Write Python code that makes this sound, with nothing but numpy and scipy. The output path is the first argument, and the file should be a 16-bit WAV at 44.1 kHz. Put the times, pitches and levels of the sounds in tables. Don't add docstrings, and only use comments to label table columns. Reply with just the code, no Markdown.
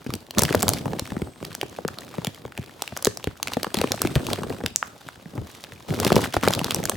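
import sys
import numpy as np
from scipy import signal
from scipy.fft import rfft, irfft
from scipy.io import wavfile

SR = 44100
rng = np.random.default_rng(int(sys.argv[2]) if len(sys.argv) > 2 else 0)


def to_wav(sig):
    pcm = np.clip(np.atleast_2d(sig), -1, 1) * 32767
    pcm = np.round(pcm).astype(np.int16)
    wavfile.write(sys.argv[1], SR, pcm.T)


def voltage_ratio(level):
    return 10 ** (np.asarray(level, float) / 20)


N = 306936

# frequency in Hz, relative density in dB per Hz.
AIR_SPECTRUM = [(30, -12), (85, 6), (750, -2), (1200, -9), (6000, -24.5), (16000, -26)]
AIR_DB = -51
# frequency in Hz, correlation from 0 to 1.
STEREO_LIKENESS = [(60, 1), (200, 0.74), (1300, 0.35), (15000, 1)]
# middle in seconds,
# time from the middle to 1/e of the amplitude in seconds, rms level at the middle in dB.
TURN_SWELLS = [(1.198, 0.3, -61), (4.1, 0.55, -56.5)]
TURN_HZ, TURN_WIDTH_HZ = 8300, 910

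# start in seconds, length in seconds,
# low rumble in dB, bright rustle in dB (both rms, before the sag).
FILM_STROKES = [(0.074, 0.082, -38.5, -46.5), (0.328, 0.062, -34.5, -51), (0.359, 0.42, -29, -40.5),
                (0.796, 0.48, -37, -51.5), (1.397, 0.93, -45.5, -53.5), (3.415, 0.2, -44.5, -51),
                (3.737, 0.58, -34, -45), (4.266, 0.053, -31.5, -40.5), (4.364, 0.31, -36, -52.5),
                (5.34, 0.062, -40.5, -81), (5.877, 0.23, -31.5, -46), (5.978, 0.21, -27, -38),
                (6.198, 0.048, -32.5, -37), (6.326, 0.021, -33, -38.5), (6.416, 0.188, -30, -40),
                (6.629, 0.39, -34, -41)]
# rms level in dB; rumble first, then rustle.
RESTING_LEVELS = [
    [-54],
    [-55],
]
STROKE_ATTACK_S, STROKE_SAG_DB_PER_S, STROKE_RELEASE_DB_PER_S = 0.0146, 8, 240
# frequency in Hz, relative density in dB per Hz.
RUMBLE_SPECTRUM = [(40, -20), (110, -4.5), (300, -4.5), (700, -14), (2400, -43)]
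# frequency in Hz, relative density in dB per Hz.
RUSTLE_SPECTRUM = [(500, -9.5), (1200, 1), (2200, -5.5), (3500, 0), (16000, -18.5)]

# start in seconds, peak in dB before a slight tilt to the left,
# colour in Hz.
FOLD_BUMPS = [(0.0641, -19, 213), (0.1382, -18.5, 228.3), (0.3814, -8.5, 367), (0.422, -10, 253),
              (0.5061, -11, 310), (0.5471, -2.5, 520), (0.632, -11, 332), (0.8567, -15.5, 409),
              (0.933, -14, 397), (1.1199, -16.5, 272), (1.166, -16, 233.8), (1.2184, -15, 302.6),
              (1.4272, -19.5, 265), (1.63, -13.5, 474), (1.7861, -18.5, 535), (1.8493, -13.5, 284),
              (2.1824, -17, 295), (2.271, -18.5, 200), (2.4515, -21, 372), (2.5862, -21, 161),
              (2.9236, -25, 243), (3.0706, -5.5, 398), (3.2721, -10, 270), (3.5693, -9.5, 464),
              (3.6678, -17, 532), (3.7445, -13.5, 400), (3.8143, -10.5, 588), (3.8402, -8.5, 434),
              (4.0498, -10.5, 354), (4.16, -5, 146), (4.3866, -17.5, 377), (4.5016, -18.5, 304),
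              (4.637, -17, 209.2), (5.257, -27, 190.8), (5.378, -20.5, 159.7), (5.9046, -13.5, 163.9),
              (6.0655, -8, 307), (6.104, -10.5, 573), (6.1195, -2, 428.4), (6.164, -0.5, 425),
              (6.3663, -4.5, 574), (6.434, -7.5, 570), (6.4757, -0.5, 579), (6.505, -12.5, 400)]
# frequency in Hz, 60 dB decay in seconds.
HOUSING_MODES = [(98, 0.097), (130, 0.084), (170, 0.039), (235, 0.037), (310, 0.02), (400, 0.024),
                 (560, 0.016), (800, 0.013), (1200, 0.008)]
GRIPS, GRIP_OCTAVES = 9, 0.18
BUMPS_PER_S, BUMP_RATE_FOLLOWS, BUMP_OVER_RUMBLE_DB = 38, .3, 4.5
JOLT_DB, JOLT_HZ = -10.5, 905

# start in seconds, peak in dB, colour in Hz.
CREASE_SNAPS = [(0.1379, -12.5, 4452), (0.308, -17, 3697), (0.3841, -1.5, 4660), (0.3921, 0, 6480),
                (0.42, -4, 6620), (0.4345, 1, 9100), (0.4512, -10.5, 2803), (0.4909, -15, 1470),
                (0.526, -10.5, 1770), (0.5513, -9.5, 5730), (0.6226, -12, 5000), (0.6287, -1.5, 8630),
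                (0.681, -2.5, 3350), (0.6906, -1.5, 8100), (0.6998, -14, 6000), (0.735, -8.5, 4400),
                (0.9947, -9, 4451), (1.4497, -18.5, 3706), (1.5504, -13, 5905), (1.6132, -11.5, 2814),
                (1.8794, -14, 3510), (1.885, -16.5, 1170), (1.9859, -17, 3940), (2.2467, -10.5, 3940),
                (2.2696, -12, 3336), (2.5764, -18, 2560), (2.8212, -7.5, 4800), (2.8769, -17.5, 2840),
                (2.9658, -16.5, 1490), (2.973, -12.5, 6200), (3.0248, -17, 7170), (3.0546, -8, 4340),
                (3.0697, -6, 4330), (3.1724, -15, 4870), (3.242, -13, 3260), (3.429, -6, 3910),
                (3.4728, -12.5, 2030), (3.4822, -16, 2490), (3.5193, -19.5, 1070), (3.535, -12.5, 3700),
                (3.631, -9.5, 4600), (3.6446, -13, 1170), (3.7431, -6.5, 3450), (3.7698, -13, 3300),
                (3.7871, -13, 3010), (3.814, -10, 3640), (3.8735, -19.5, 2477), (3.919, -4.5, 4570),
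                (4.018, -2.5, 8120), (4.072, -14, 2480), (4.1546, -9, 2860), (4.2673, -13.5, 3180),
                (4.3317, -8, 3310), (4.4334, -18, 985), (4.6615, -8, 3230), (5.087, -20, 1200),
                (5.639, -21.5, 3482), (5.721, -24.5, 1644), (6.0004, -8, 5140), (6.048, -5, 4230),
                (6.1266, -9, 2824), (6.157, -8.5, 5103), (6.2432, -18.5, 2880), (6.3526, -22, 3000),
                (6.484, -4, 3460), (6.536, -7, 3630), (6.5497, -12, 3580), (6.5919, -13, 3144),
                (6.644, -8, 4200), (6.7079, -7, 3485), (6.7456, -6, 6520), (6.8386, -15.5, 3960),
                (6.8543, -8, 6103), (6.8959, -2.5, 7200)]
# start in seconds, peak in dB, colour in Hz.
FREE_POPS_CLEAR = [(3.0479, 4, 6203), (4.7601, 3, 6630), (4.8274, -7.5, 1240)]
SNAPS_PER_S, SNAP_RATE_FOLLOWS, SNAP_OVER_RUSTLE_DB = 60, .55, 15.5
CLUMPING_DB = 4
SCRATCH_DB, SCRATCH_HZ = -8.5, 1570

BASS_ALIKE_HZ = 106


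def at_hz(points, hz):
    point_hz, value = np.transpose(points)
    return np.interp(np.log(hz), np.log(point_hz), value)


def rms_one(x):
    return x / np.sqrt(np.mean(x ** 2) + 1e-20)


def drift(rate_hz):
    r = np.exp(-80 * np.pi * rate_hz / SR)
    noise = rng.standard_normal(N // 40 + 2002)
    slow = signal.lfilter([1], [1, -2 * r, r * r], noise)[2000:]
    return np.interp(np.arange(N) / 40, np.arange(len(slow)), rms_one(slow))


def resonate(x, hz, width_hz):
    r = np.exp(-np.pi * width_hz / SR)
    poles = [1, -2 * r * np.cos(2 * np.pi * hz / SR), r * r]
    return signal.lfilter([(1 - r * r) / 2, 0, (r * r - 1) / 2], poles, x)


def stereo_noise(spectrum, patchy_db, grain_db, grain_hz=65):
    hz = np.maximum(np.arange(N // 2 + 1) * SR / N, 10)
    alike = np.clip(at_hz(STEREO_LIKENESS, hz), 0, 1)
    lumps = voltage_ratio(patchy_db * drift(2.54) + grain_db * drift(grain_hz))
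    mid, side = rfft(rng.standard_normal((2, N)) * lumps) * voltage_ratio(at_hz(spectrum, hz))
    mid, side = mid * np.sqrt(1 + alike), side * np.sqrt(1 - alike)
    return rms_one(irfft([mid + side, mid - side], N))


def rain_and_air():
    return voltage_ratio(AIR_DB) * stereo_noise(AIR_SPECTRUM, patchy_db=-0.3, grain_db=3.5)


def turning_hiss():
    t = np.arange(N) / SR
    level = sum(voltage_ratio(db) * np.exp(-((t - s) / half_s) ** 2) for s, half_s, db in TURN_SWELLS)
    band = resonate(rng.standard_normal(N), TURN_HZ, TURN_WIDTH_HZ)
    band = resonate(band, TURN_HZ, TURN_WIDTH_HZ)
    return level * rms_one(band)


def afterglow(x, gap_s=0.0066, t60=0.34, tail_db=-17):
    t = np.arange(SR // 3) / SR
    mid, side = rng.standard_normal((2, len(t))) * voltage_ratio(-60 * t / t60) * (t > gap_s)
    tail = np.array([mid + side, mid - side])
    tail = signal.lfilter([1], [1, -.4], tail)
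    tail = tail / np.sqrt(np.sum(tail[0] ** 2))
    return voltage_ratio(tail_db) * signal.fftconvolve(x, tail, axes=1)[:, :N]


def rubbing_levels():
    t, power = np.arange(N) / SR, voltage_ratio(RESTING_LEVELS) ** 2
    for s, length_s, *db in FILM_STROKES:
        sag_db = STROKE_SAG_DB_PER_S * (t - s)
        release_db = STROKE_RELEASE_DB_PER_S * np.maximum(t - s - length_s, 0)
        shape = np.clip((t - s) / STROKE_ATTACK_S, 0, 1) * voltage_ratio(-sag_db - release_db)
        power = power + (voltage_ratio(np.array(db)[:, None]) * shape) ** 2
    return 10 * np.log10(power)


def sliding_film(rumble_db, rustle_db):
    rumble = voltage_ratio(rumble_db) * stereo_noise(RUMBLE_SPECTRUM, patchy_db=4.0, grain_db=4.0)
    rustle = voltage_ratio(rustle_db) * stereo_noise(RUSTLE_SPECTRUM, patchy_db=-2.5, grain_db=3.0, grain_hz=127)
    return rumble + rustle


def by_chance(per_s, level_db, spread_db, low_hz, high_hz, count):
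    draw = rng.random((count, 4))
    at = (draw[:, 0] * N).astype(int)
    kept = draw[:, 1] < per_s[at] * N / SR / count
    size_db = level_db[at] - spread_db * np.log(1 - .9 * draw[:, 2])
    colour_hz = low_hz * (high_hz / low_hz) ** draw[:, 3]
    return np.c_[at / SR, size_db, colour_hz][kept]


def bumps(rows, above_db=1.93, below_db=6.0, steepening=1.8, wobble_db=3.0, unlike_db=4.0, rise_cycles=0.38):
    hz, t60 = np.transpose(HOUSING_MODES)[:, :, None]
    t = np.arange(SR // 8) / SR
    gripped_hz = hz * 2 ** (GRIP_OCTAVES * rng.standard_normal((GRIPS, len(hz), 1)))
    swell = 1 - np.exp(-t * hz / rise_cycles)
    modes = np.sin(2 * np.pi * gripped_hz * t) * voltage_ratio(-60 * t / t60) * swell
    out = np.zeros((2, N + len(t)))
    chance = rng.standard_normal((len(rows), 3, len(hz)))
    for k, ((s, db, colour_hz), (shared, *own)) in enumerate(zip(rows, chance)):
        octaves = np.log2(hz[:, 0] / colour_hz)
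        fall_db = np.where(octaves > 0, above_db, below_db) * np.abs(octaves) ** steepening
        mode_db = wobble_db * shared + unlike_db * np.array(own) - fall_db
        bump = (voltage_ratio(mode_db) * np.sign(shared)) @ modes[k % GRIPS]
        i = round(s * SR)
        out[:, i:i + len(t)] += voltage_ratio(db) * bump / np.abs(bump).max()
    return out[:, :N]


def fold_knocks(rumble_db):
    per_s = BUMPS_PER_S * voltage_ratio(BUMP_RATE_FOLLOWS * (rumble_db + 45))
    small = by_chance(per_s, rumble_db + BUMP_OVER_RUMBLE_DB, 6.9, 136, 565, count=600)
    jolts = [(s, db + JOLT_DB, JOLT_HZ) for s, db, hz in CREASE_SNAPS]
    large = bumps(FOLD_BUMPS, above_db=4.5, below_db=7.5, steepening=1.26, rise_cycles=0.72)
    return (large + bumps(np.r_[jolts, small])) * voltage_ratio([[1.0], [-1.0]])


def snaps(rows, rattle_s=0.0066, ring_cycles=5.5, broad_db=-3, sharpness=2.02, unlike=0.2, pure=False):
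    length = SR // 60
    out, t = np.zeros((2, N + length)), np.arange(length) / SR
    noise = rng.standard_normal((len(rows), 2, length))
    noise[:, 0, 8] += 9.0
    for (s, db, hz), (mid, side) in zip(rows, noise):
        t60 = rattle_s + ring_cycles / hz
        stereo = mid + unlike * side * [[1], [-1]]
        burst = stereo * voltage_ratio(-60 * t / t60) * np.minimum(t / 0.00057, 1)
        crack = voltage_ratio(broad_db) * (hz / 5000) ** 2.05 * resonate(burst, 5600, 16000)
        ring = resonate(burst, hz, hz / sharpness)
        if pure:
            ring = resonate(ring, hz, hz / sharpness)
        pop = 2 * ring + crack
        i = round(s * SR)
        out[:, i:i + length] += voltage_ratio(db) * pop / np.abs(pop).max()
    return out[:, :N]


def crease_pops(rustle_db):
    per_s = SNAPS_PER_S * voltage_ratio(SNAP_RATE_FOLLOWS * (rustle_db + 50.5) + CLUMPING_DB * drift(9))
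    small = by_chance(per_s, rustle_db + SNAP_OVER_RUSTLE_DB, 5.12, 625, 7070, count=2500)
    scratches = [(s, db + SCRATCH_DB, SCRATCH_HZ) for s, db, hz in FOLD_BUMPS]
    free = snaps(FREE_POPS_CLEAR, rattle_s=0.00063, ring_cycles=3.7, broad_db=-13, sharpness=1.87, pure=True)
    return snaps(np.r_[CREASE_SNAPS, scratches, small]) + free


def scene():
    rumble_db, rustle_db = rubbing_levels()
    background = rain_and_air() + turning_hiss()
    film = sliding_film(rumble_db, rustle_db)
    knocks = fold_knocks(rumble_db)
    pops = crease_pops(rustle_db)
    return background + film + afterglow(pops + .5 * knocks) + knocks + pops


def band_limit(x):
    return signal.sosfilt(signal.butter(12, 16990, fs=SR, output="sos"), x)


def record(dry):
    low_cut = signal.butter(2, 42, "high", fs=SR, output="sos")
    left, right = signal.sosfilt(low_cut, dry)
    mid, side = (left + right) / 2, (left - right) / 2
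    side_cut = signal.butter(2, BASS_ALIKE_HZ, "high", fs=SR, output="sos")
    side = signal.sosfilt(side_cut, side)
    limited = np.clip(np.array([mid + side, mid - side]), -1, 1)
    top_cut = signal.cheby2(18, 70, 17300, fs=SR, output="sos")
    mix = signal.sosfilt(top_cut, limited)
    return band_limit(mix)


dry = scene()
out = record(dry)
to_wav(out)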